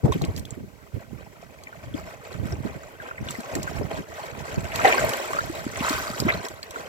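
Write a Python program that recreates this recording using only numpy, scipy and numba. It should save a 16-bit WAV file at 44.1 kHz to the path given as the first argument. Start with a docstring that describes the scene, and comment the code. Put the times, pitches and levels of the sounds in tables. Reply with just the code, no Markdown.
"""Shallow sea laps over weedy shore rocks, close below a small stereo microphone; open sea hisses faintly.
From the start swarms of ringing bubbles gurgle, slosh, splash and fizz, with single drops, plops and
slaps standing out. A breeze buffets the two ports, mostly in the first 4 s. The lapping slowly builds.
From 3.7 s air pockets glug in rock hollows; from about 4.8 s the three biggest wavelets break."""
import sys
import numpy as np
from scipy import signal
from scipy.fft import rfft, irfft, next_fast_len
from scipy.io import wavfile
from scipy.ndimage import uniform_filter1d
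from numba import njit

SR = 44100
rng = np.random.default_rng(int(sys.argv[2]) if len(sys.argv) > 2 else 0)


def bounce(signal):
    """Save signal as a 16-bit WAV file at the path given by the first command-line argument."""
    frames = np.transpose(np.atleast_2d(signal))
    limited = np.clip(frames, -1, 1)
    pcm = np.round(limited * 32767).astype(np.int16)
    wavfile.write(sys.argv[1], SR, pcm)


N = 303431
TIME_S = np.arange(N) / SR
FFT_SIZE = next_fast_len(N + 8192)
FREQS_HZ = np.maximum(np.fft.rfftfreq(FFT_SIZE, 1 / SR), 1)

# Table levels are relative; each source adds its own gain.
# layer spectra: freq_hz, gain_db
FAR_SEA_SPECTRUM = [(100, -58), (300, 8.5), (600, 8.5), (1000, -15), (1400, -21), (2200, -5), (4500, -5),
                    (7900, -5), (9500, -13.5), (12000, -5), (16000, -11)]
GURGLE_SPECTRUM = [(120, -26.5), (250, -6), (400, -2.5), (520, 0.5), (660, 2.5), (790, -4), (900, -9),
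                   (1100, -5), (1500, -41.5)]
SLOSH_SPECTRUM = [(600, -26.5), (850, -7), (1000, -1), (1150, 0), (1350, 1), (1580, 1), (1760, -5.5),
                  (2300, -39)]
SPLASH_SPECTRUM = [(1200, -10), (1700, -3.5), (1950, -0.5), (2300, -1), (2700, -6.5), (3100, -9.5),
                   (4000, -22)]
SPRAY_SPECTRUM = [(2000, -28.5), (3200, -1.5), (4000, 1), (4700, -0.5), (5700, -0.5), (6600, 0), (7900, 0),
                  (8500, -7.5), (9200, -14.5), (10300, -8.5), (12000, -8), (13500, -6), (16000, -16)]
WIND_SPECTRUM = [(15, -31), (30, -9.5), (50, -3.5), (75, 1), (120, 0.5), (200, -5), (320, -11.5),
                 (500, -21), (1000, -52)]
# left-port delay round the microphone body at bearing 1: freq_hz, lag_ms
PORT_LAG = [(300, 0.43), (700, 0.29), (1000, 0.22), (1400, 0.36), (1750, 0.34), (2000, 0.844), (2600, 0.41),
            (4000, 0.29), (7000, 0.338)]
# stretches of shore (0 ahead, 1 far right): bearing
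SHORE_BEARINGS = [1.034, 1.245, 0.777, 0.643, 0.363, -1.2]
# where the water is busiest: time_s, bearing
BUSIEST_BEARING = [(0, 0.76), (4.6, 0.98), (5.1, 0.74), (5.5, 1), (5.9, 0.64), (6.3, 0.82), (6.88, 0.98)]
# lapping between the rocks: time_s, level_db
LAPPING_FLOW = [(0.45, -57), (0.87, -57.5), (1.14, -53.5), (1.41, -55.5), (2.15, -46), (2.51, -47),
                (2.92, -48.5), (3.76, -44), (3.98, -42), (4.05, -48.5), (4.134, -43.5), (4.666, -43),
                (4.7, -48), (6.47, -40), (6.552, -47.5), (6.8, -42.5)]
# response of gurgle, slosh, splash, spray to the lapping: usual_level_db, db_per_flow_db
FLOW_RESPONSE = [(-42.5, 1.0), (-48.5, 1.01), (-49.5, 1.0), (-50, 1.4)]
# wavelets on the rocks: crest_s, rise_s, decay_s, gurgle_db, slosh_db, splash_db, spray_db
WAVELETS = [(0.053, .012, 0.018, -36, -49, -54, -50.5), (0.124, 0.0065, 0.046, -45, -48, -43.5, -48),
            (0.235, 0.013, 0.084, -41, -55, -51.5, -57), (0.38, 0.018, 0.0078, -54, -58, -49, -45),
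            (2.66, 0.013, 0.11, -45, -53, -54, -64), (3.069, 0.078, 0.097, -47.5, -49.5, -52.5, -73),
            (3.305, 0.022, 0.048, -45, -44, -47, -44.5), (3.529, 0.069, 0.092, -37, -48, -47, -49.5),
            (3.914, 0.0072, 0.02, -29.5, -44, -43.5, -53), (4.754, 0.015, 0.22, -37, -37.5, -39.5, -41.5),
            (4.855, 0.015, 0.06, -21.5, -27.5, -28.5, -35), (4.971, 0.13, 0.25, -29, -35, -34.5, -38),
            (5.35, 0.057, 0.055, -38, -37, -46, -45.5), (5.839, 0.014, 0.22, -39.5, -31, -45, -42),
            (5.895, 0.11, .12, -41.5, -36.5, -37, -37), (6.195, 0.026, 0.015, -40, -49, -42, -40),
            (6.293, 0.0098, 0.039, -27.5, -29.5, -32.5, -49)]
# puffs of breeze: middle_s, half_length_s, level_db, left_minus_right_db
PUFFS = [(0.092, 0.017, -30, -3), (0.303, .13, -37, -7.5), (0.616, 0.058, -46.5, -12),
         (0.96, 0.022, -38.5, -10), (1.137, 0.064, -44, -18), (1.936, 0.089, -42.5, -1.5),
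         (2.424, 0.038, -35.5, -8), (2.57, .11, -38, -5.5), (3.251, 0.052, -38.5, -5),
         (3.588, 0.036, -35.5, -5.5), (3.798, 0.084, -36.5, -23), (3.966, .04, -43, -13),
         (4.383, 0.058, -43.5, -11), (4.606, 0.069, -38.5, -4), (4.823, 0.064, -40, -5.5),
         (5.043, 0.046, -37, -1), (5.46, .12, -46, -10), (5.924, .22, -44.5, -7.5),
         (6.254, 0.038, -33.5, -9), (6.363, 0.025, -37.5, 2), (6.8, 0.025, -51, -21)]
# eddies hitting the ports: start_s, level_db, centre_hz, left_minus_right_db
EDDIES = [(0.032, -11, 101, 6), (0.043, -11, 151, 4), (0.054, -17.5, 480, 8), (0.077, -19, 400, -18),
          (0.1, -17.5, 93.5, -3), (0.148, -17, 201, -3.5), (0.214, -20.5, 109, -1), (0.231, -20, 225, 6.5),
          (0.281, -19.5, 92, 6), (0.569, -29.5, 287, -6), (0.599, -34.5, 203, 2), (0.628, -30, 160, 9),
          (0.959, -31.5, 300, -1.5), (1.199, -43, 200, -9), (1.941, -23.5, 266, 4), (2.344, -29, 118, -11),
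          (2.393, -26, 89, -1), (2.526, -19, 90, -5), (2.647, -20.5, 225, -8), (2.756, -30, 130, -6),
          (3.382, -27.5, 207, 6), (3.554, -24.5, 286, 2.5), (3.584, -22, 165, -6), (3.808, -21.5, 403, 10),
          (3.988, -26, 197, 4), (4.572, -21.5, 151, -2.5)]
# flung drops landing: start_s, ring_db, pitch_hz, impact_db
DROPS = [(0.1208, -32, 7700, -42), (0.127, -22.5, 3540, -59), (0.135, -27, 3040, -61),
         (0.2184, -26, 4030, -43), (0.249, -32, 4700, -42), (0.363, -26, 4600, -44.5),
         (0.3765, -36, 3060, -47), (0.394, -30, 8000, -45), (0.4524, -32, 3290, -48.5),
         (0.5067, -21.5, 7160, -55), (1.6356, -45, 6900, -49), (1.94, -30.5, 3210, -61),
         (2.3281, -32.5, 3950, -66), (2.524, -25.5, 5280, -64), (3.3078, -18, 7540, -42),
         (3.4052, -31, 7960, -45.5), (3.5525, -14, 7080, -37), (3.6303, -17.5, 7130, -40),
         (4.7575, -37, 3100, -32.5), (4.8775, -14.5, 3770, -46), (5.0028, -18, 7600, -44),
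         (5.0922, -15, 7540, -37), (5.1349, -19, 2870, -36), (5.8884, -14, 7600, -39),
         (5.895, -15.5, 4160, -32), (6.201, -13, 4770, -31.5), (6.322, -19.5, 3750, -52),
         (6.338, -20.5, 3980, -56.5), (6.4846, -34, 3280, -43), (6.6294, -22, 4300, -45),
         (6.7078, -40, 5340, -42.5)]
# single large bubbles: start_s, level_db, pitch_hz
PLOPS = [(0.121, -26, 1040), (1.6716, -39.5, 2180), (1.7265, -42, 1410), (3, -38, 1560),
         (3.1103, -33.5, 1360), (3.1802, -37.5, 2090), (3.3513, -37.5, 2030), (3.6758, -29, 1456),
         (4.8509, -17.5, 1940), (4.9253, -18, 2257), (4.98, -21, 1500), (5.3322, -25, 1160),
         (5.387, -21, 1330), (6.2882, -22, 2115), (6.3014, -22, 2120), (6.7583, -32, 1360)]
# sheets of water hitting rock: start_s, level_db, centre_hz, decay_s
SLAPS = [(0.122, -31, 1110, 0.003), (0.214, -22, 925, 0.0036), (0.24, -21, 2460, 0.0041),
         (3.287, -17, 2900, 0.0043), (3.552, -19, 1810, 0.0032), (3.906, -33, 1120, 0.0096),
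         (4.194, -24.5, 950, 0.011), (4.653, -25, 2040, 0.0042), (4.719, -21, 2000, 0.018),
         (4.759, -19, 1100, 0.0039), (4.791, -17.5, 1130, 0.011), (4.816, -15, 1980, 0.0074),
         (4.869, -9.5, 1800, 0.046), (4.926, -9.5, 2160, 0.0062), (5.135, -14, 1250, 0.017),
         (5.759, -17.5, 1840, 0.0051), (5.806, -17, 2450, 0.0069), (5.828, -19, 1000, 0.0071),
         (5.843, -19, 1110, 0.019), (5.881, -16, 1300, 0.01), (5.937, -30, 1540, 0.0059),
         (6.179, -24, 1090, 0.0055), (6.63, -26, 2020, 0.012)]
# air pockets in rock hollows: start_s, level_db, pitch_hz, t60_s
GLUGS = [(3.719, -24, 375, 0.026), (4.846, -6.5, 756, 0.057), (4.85, -7.5, 470, 0.023),
         (4.863, -8.5, 717, 0.029), (4.882, -11, 697, 0.048), (5.039, -12, 621, 0.047),
         (5.497, -19.5, 320, 0.048), (5.665, -3.5, 266, 0.012), (5.808, -4, 224, 0.013),
         (5.905, -15.5, 275, 0.04), (6.101, -12.5, 196, 0.018), (6.223, -3.5, 405, 0.012),
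         (6.25, -7.5, 192, 0.032), (6.265, -6, 320, 0.024), (6.344, -18.5, 172, 0.039)]


def from_db(db):
    """Decibels to gain."""
    return 10 ** (np.asarray(db) / 20)


def unit_rms(x):
    """Scale to rms 1."""
    return x / np.sqrt(np.mean(x ** 2) + 1e-20)


def curve(points):
    """A (time_s, value) table, per sample."""
    return np.interp(TIME_S, *np.transpose(points))


def drift(corner_hz):
    """Slow random wander, rms 1."""
    hop, settle = 40, 2000
    pole = np.exp(-2 * np.pi * corner_hz * hop / SR)
    noise = rng.standard_normal(N // hop + settle + 2)
    slow = signal.lfilter([1], [1, -2 * pole, pole ** 2], noise)[settle:]
    return np.interp(np.arange(N) / hop, np.arange(len(slow)), unit_rms(slow))


def bandpass(x, low_hz, high_hz):
    """Butterworth band-pass."""
    return signal.sosfilt(signal.butter(2, [low_hz, high_hz], "band", fs=SR, output="sos"), x)


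def colour(x, spectrum):
    """Minimum-phase filter with the given spectrum."""
    freq_hz, gain_db = np.transpose(spectrum)
    gain = from_db(np.interp(np.log(FREQS_HZ), np.log(freq_hz), gain_db))
    cepstrum = irfft(np.log(gain), FFT_SIZE)
    cepstrum[1:FFT_SIZE // 2] *= 2
    cepstrum[FFT_SIZE // 2 + 1:] = 0
    return irfft(rfft(x, FFT_SIZE) * np.exp(rfft(cepstrum)), FFT_SIZE)[..., :N]


def levelled(x, span_s):
    """Hold the stereo mid at rms 1 over span_s; faster grain stays."""
    size = int(span_s * SR)
    power = uniform_filter1d(uniform_filter1d(x.mean(0) ** 2, size), size)
    return x / np.sqrt(np.maximum(power, 1e-6 * power.mean()))


def at_ports(streams, echo_t60_s=0.045, echo_db=-7.5):
    """One stream per bearing reaches both ports, direct and scattered by the rocks."""
    spectra = rfft(np.atleast_2d(streams), FFT_SIZE)
    freq_hz, lag_ms = np.transpose(PORT_LAG)
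    lag_s = np.interp(np.log(FREQS_HZ), np.log(freq_hz), lag_ms) / 1000
    lag_rad = 2 * np.pi * FREQS_HZ * lag_s
    left = sum(part * np.exp(-1j * lag_rad * bearing) for part, bearing in zip(spectra, SHORE_BEARINGS))
    right = spectra.sum(0)
    t = TIME_S[:8192]
    scatter = rng.standard_normal((2, len(t))) * from_db(-60 * t / echo_t60_s) * (t > 0.001)
    scatter *= from_db(echo_db) / np.sqrt((scatter ** 2).sum(1, keepdims=True))
    return irfft(np.array([left, right]) + right * rfft(scatter, FFT_SIZE), FFT_SIZE)[:, :N]


def far_sea(level_db=-58.5):
    """Open sea: faint, even hiss."""
    return from_db(level_db) * unit_rms(colour(rng.standard_normal((2, N)), FAR_SEA_SPECTRUM))


def water_levels_db(usual_flow_db=-41, uneven_db=2.68, foam_linger=1.61):
    """Level per bubble size: lapping plus wavelets that swell, crest and drain; foam lasts longest."""
    flow_db = curve(LAPPING_FLOW) - usual_flow_db + uneven_db * drift(13)
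    power = np.array([from_db(usual_db + slope * flow_db) ** 2 for usual_db, slope in FLOW_RESPONSE])
    for crest_s, rise_s, decay_s, *sizes_db in WAVELETS:
        age_s = TIME_S - crest_s
        body, foam = (np.exp(np.maximum(np.minimum(age_s / rise_s, -age_s / fall_s), -20))
                      for fall_s in (decay_s, decay_s * foam_linger))
        power += (from_db(sizes_db)[:, None] * np.array([body, body, body, foam])) ** 2
    return 10 * np.log10(power)


@njit
def bubbles(start_s, height, pitch_hz, t60_s, rise, swell_cycles):
    """Sines swell and die; nearing the surface, pitch climbs by the fraction `rise`."""
    out = np.zeros(N)
    for k in range(len(start_s)):
        first, length = int(start_s[k] * SR), max(int(t60_s[k] * SR), 2)
        step_rad = 2 * np.pi * pitch_hz[k] / SR
        spin = np.exp(-6.9 / length + 1j * step_rad)
        glide = np.exp(1j * step_rad * rise / length)
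        opening = np.exp(-pitch_hz[k] / SR / swell_cycles)
        wave, closed = height[k] + 0j, 1.0
        for i in range(first, min(first + length, N)):
            out[i] += wave.imag * (1 - closed)
            wave *= spin
            spin *= glide
            closed *= opening
    return out


def heights(size, sign, spread_db):
    """Uniform draws to signed heights, a few far above the rest."""
    return from_db(spread_db * np.minimum(-np.log(1 - size), 5)) * np.sign(sign - 0.5)


def swarm(level_db, low_hz, high_hz, tries, cycles, spread_db, clump_db, blur_db, rise, swell_cycles):
    """Bubbles clump along the shore, more in stronger flow, over a blur of countless faint ones."""
    birth_chance = from_db(0.2 * (level_db - level_db.max()))
    clumps = from_db(clump_db * drift(71))
    streams = []
    for _ in SHORE_BEARINGS:
        when, pitch, size, damping, luck, sign = rng.random((tries, 6)).T
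        first = (when * (N - 1)).astype(int)
        pitch_hz = low_hz * (high_hz / low_hz) ** pitch
        height = pitch_hz * heights(size, sign, spread_db)  # brief bubbles need more height
        t60_s = cycles * 2 ** (2 * damping - 1) / pitch_hz
        born = luck < birth_chance[first]
        start_s = TIME_S[first[born]]
        streams.append(bubbles(start_s, height[born], pitch_hz[born], t60_s[born], rise, swell_cycles))
    near = unit_rms(np.array(streams) / np.sqrt(birth_chance))
    blur = unit_rms(bandpass(rng.standard_normal(near.shape), low_hz, high_hz))
    off_centre = np.array(SHORE_BEARINGS)[:, None] - curve(BUSIEST_BEARING)
    share = 0.5 + np.exp(-(off_centre / 0.35) ** 2)
    return at_ports((near + from_db(blur_db) * blur) * clumps * share)


def foam_crackle(count=6000, spread_db=7.5):
    """Foam cells burst on rock in tiny broadband clicks; rms 1."""
    streams = np.zeros((len(SHORE_BEARINGS), N))
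    when, size, place, sign = rng.random((count, 4)).T
    stretch = (place * len(SHORE_BEARINGS)).astype(int)
    streams[stretch, (when * (N - 1)).astype(int)] = heights(size, sign, spread_db)
    return unit_rms(at_ports(streams))


def wash(crackle_db=-11):
    """Big bubbles gurgle, smaller ones slosh and splash, the finest fizz and crackle as spray."""
    gurgle_db, slosh_db, splash_db, spray_db = water_levels_db()
    gurgle = swarm(gurgle_db, low_hz=227, high_hz=1260, tries=700, cycles=13.8,
                   spread_db=2.5, clump_db=-0.5, blur_db=-4, rise=0.07, swell_cycles=0.41)
    slosh = swarm(slosh_db, low_hz=752, high_hz=1994, tries=1000, cycles=18.7,
                  spread_db=2.5, clump_db=2.5, blur_db=-6.5, rise=0.18, swell_cycles=1.0)
    splash = swarm(splash_db, low_hz=1542, high_hz=3780, tries=1500, cycles=13.2,
                   spread_db=3, clump_db=2.1, blur_db=-2, rise=0.19, swell_cycles=2.3)
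    fizz = swarm(spray_db, low_hz=2766, high_hz=15800, tries=4500, cycles=22,
                 spread_db=3.5, clump_db=1.5, blur_db=-4, rise=0.15, swell_cycles=11.0)
    spray = unit_rms(fizz) + from_db(crackle_db) * foam_crackle()
    return (from_db(gurgle_db + 2) * levelled(colour(gurgle, GURGLE_SPECTRUM), span_s=0.06)
            + from_db(slosh_db + 0.58) * levelled(colour(slosh, SLOSH_SPECTRUM), span_s=0.053)
            + from_db(splash_db + 1.75) * levelled(colour(splash, SPLASH_SPECTRUM), span_s=0.029)
            + from_db(spray_db - 0.36) * levelled(colour(spray, SPRAY_SPECTRUM), span_s=0.049))


def port_gains(pan_db, shelter_db=16):
    """Constant-power pan; the body shelters the lee port by shelter_db at most."""
    gains = from_db(np.clip([[pan_db], [-pan_db]], -shelter_db, shelter_db) / 2)
    return gains / np.sqrt((gains ** 2).mean())


def breeze(lumpy_db=5, unsteady_db=-0.5):
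    """Turbulence rumbles in each port separately: light air, mostly right, plus bell-shaped puffs."""
    light_air_db = -57 + unsteady_db * drift(5)
    power = (from_db(light_air_db) * port_gains(-16)) ** 2
    for middle_s, half_length_s, level_db, pan_db in PUFFS:
        bell = np.exp(-np.minimum(((TIME_S - middle_s) / half_length_s) ** 2, 20))
        power += (from_db(level_db) * port_gains(pan_db)) ** 2 * bell
    lumps = from_db(lumpy_db * np.array([drift(29), drift(36)]))
    rumble = colour(rng.standard_normal((2, N)) * lumps, WIND_SPECTRUM)
    return from_db(3.5) * np.sqrt(power) * levelled(rumble, span_s=0.12)


def eddies(band_ratio=1.295, swell_s=0.00685, flutter_band_hz=(292.3, 457.5), flutter_db=-9.5):
    """Short swells of low pressure swings under a lighter flutter, different in each port."""
    out, t = np.zeros((2, N + SR)), TIME_S[:SR // 5]
    envelope = t * np.exp(-t / swell_s)
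    for start_s, level_db, centre_hz, pan_db in EDDIES:
        swing_noise, flutter_noise = rng.standard_normal((2, 2, 2 * len(t)))
        swing = unit_rms(bandpass(swing_noise, centre_hz / band_ratio, centre_hz * band_ratio))
        flutter = from_db(flutter_db) * unit_rms(bandpass(flutter_noise, *flutter_band_hz))
        eddy = (swing + flutter)[:, len(t):] * envelope * from_db([[pan_db / 2], [-pan_db / 2]])
        first = int(start_s * SR)
        out[:, first:first + len(t)] += from_db(level_db - 0.5) * eddy / np.abs(eddy.mean(0)).max()
    return out[:, :N]


def drops(ring_cycles=36, tick_s=0.0011):
    """Each drop splatters in a tick and leaves a tiny ringing bubble."""
    start_s, ring_db, pitch_hz, impact_db = np.transpose(DROPS)
    hits = np.zeros(N)
    hits[(start_s * SR).astype(int)] = from_db(impact_db + 15)
    pole = np.exp(-1 / (tick_s * SR))
    envelope = signal.lfilter([np.e * (1 - pole)], [1, -2 * pole, pole ** 2], hits + 1e-18)
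    ticks = colour(envelope * rng.standard_normal(N), SPRAY_SPECTRUM)
    t60_s = ring_cycles / pitch_hz
    rings = bubbles(start_s, from_db(ring_db + 4), pitch_hz, t60_s, rise=0.2, swell_cycles=2.15)
    return at_ports(ticks + rings)


def plops(ring_s=0.021):
    """A large bubble pinches off and rings briefly."""
    start_s, level_db, pitch_hz = np.transpose(PLOPS)
    t60_s = np.full(len(start_s), ring_s)
    rings = bubbles(start_s, from_db(level_db + 14.5), pitch_hz, t60_s, rise=0.18, swell_cycles=1.33)
    return at_ports(rings)


def slaps(band_ratio=1.3, roughness=0.083):
    """A sheet of water smacks the rock, then shreds into a rough tail."""
    out, t = np.zeros(N + SR), TIME_S[:SR // 8]
    for start_s, level_db, centre_hz, decay_s in SLAPS:
        force = roughness * rng.standard_normal(len(t)) * np.exp(-t / decay_s)
        force[0] = 1  # impact
        smack = bandpass(force, centre_hz / band_ratio, centre_hz * band_ratio)
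        first = int(start_s * SR)
        out[first:first + len(t)] += from_db(level_db - 2.5) * smack / np.abs(smack).max()
    return at_ports(out[:N])


def glugs():
    """Air squeezed from a rock hollow swells into a short, low ring."""
    start_s, level_db, pitch_hz, t60_s = np.transpose(GLUGS)
    rings = bubbles(start_s, from_db(level_db + 3), pitch_hz, t60_s, rise=0.24, swell_cycles=1.0)
    return at_ports(rings)


def scene():
    """Water in front, wind on the microphone."""
    return far_sea() + wash() + breeze() + eddies() + drops() + plops() + slaps() + glugs()


def record(dry, low_cut_hz=38, ceiling=0.95, high_cut_hz=16300):
    """Lowest rumble trimmed; then the recorder: soft clip, steep high cut."""
    thinned = signal.sosfilt(signal.butter(2, low_cut_hz, "high", fs=SR, output="sos"), dry)
    rounded = thinned / (1 + (thinned / ceiling) ** 6) ** (1 / 6)
    return signal.sosfilt(signal.ellip(10, 0.1, 80, high_cut_hz, fs=SR, output="sos"), rounded)


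dry = scene()
out = record(dry)
bounce(out)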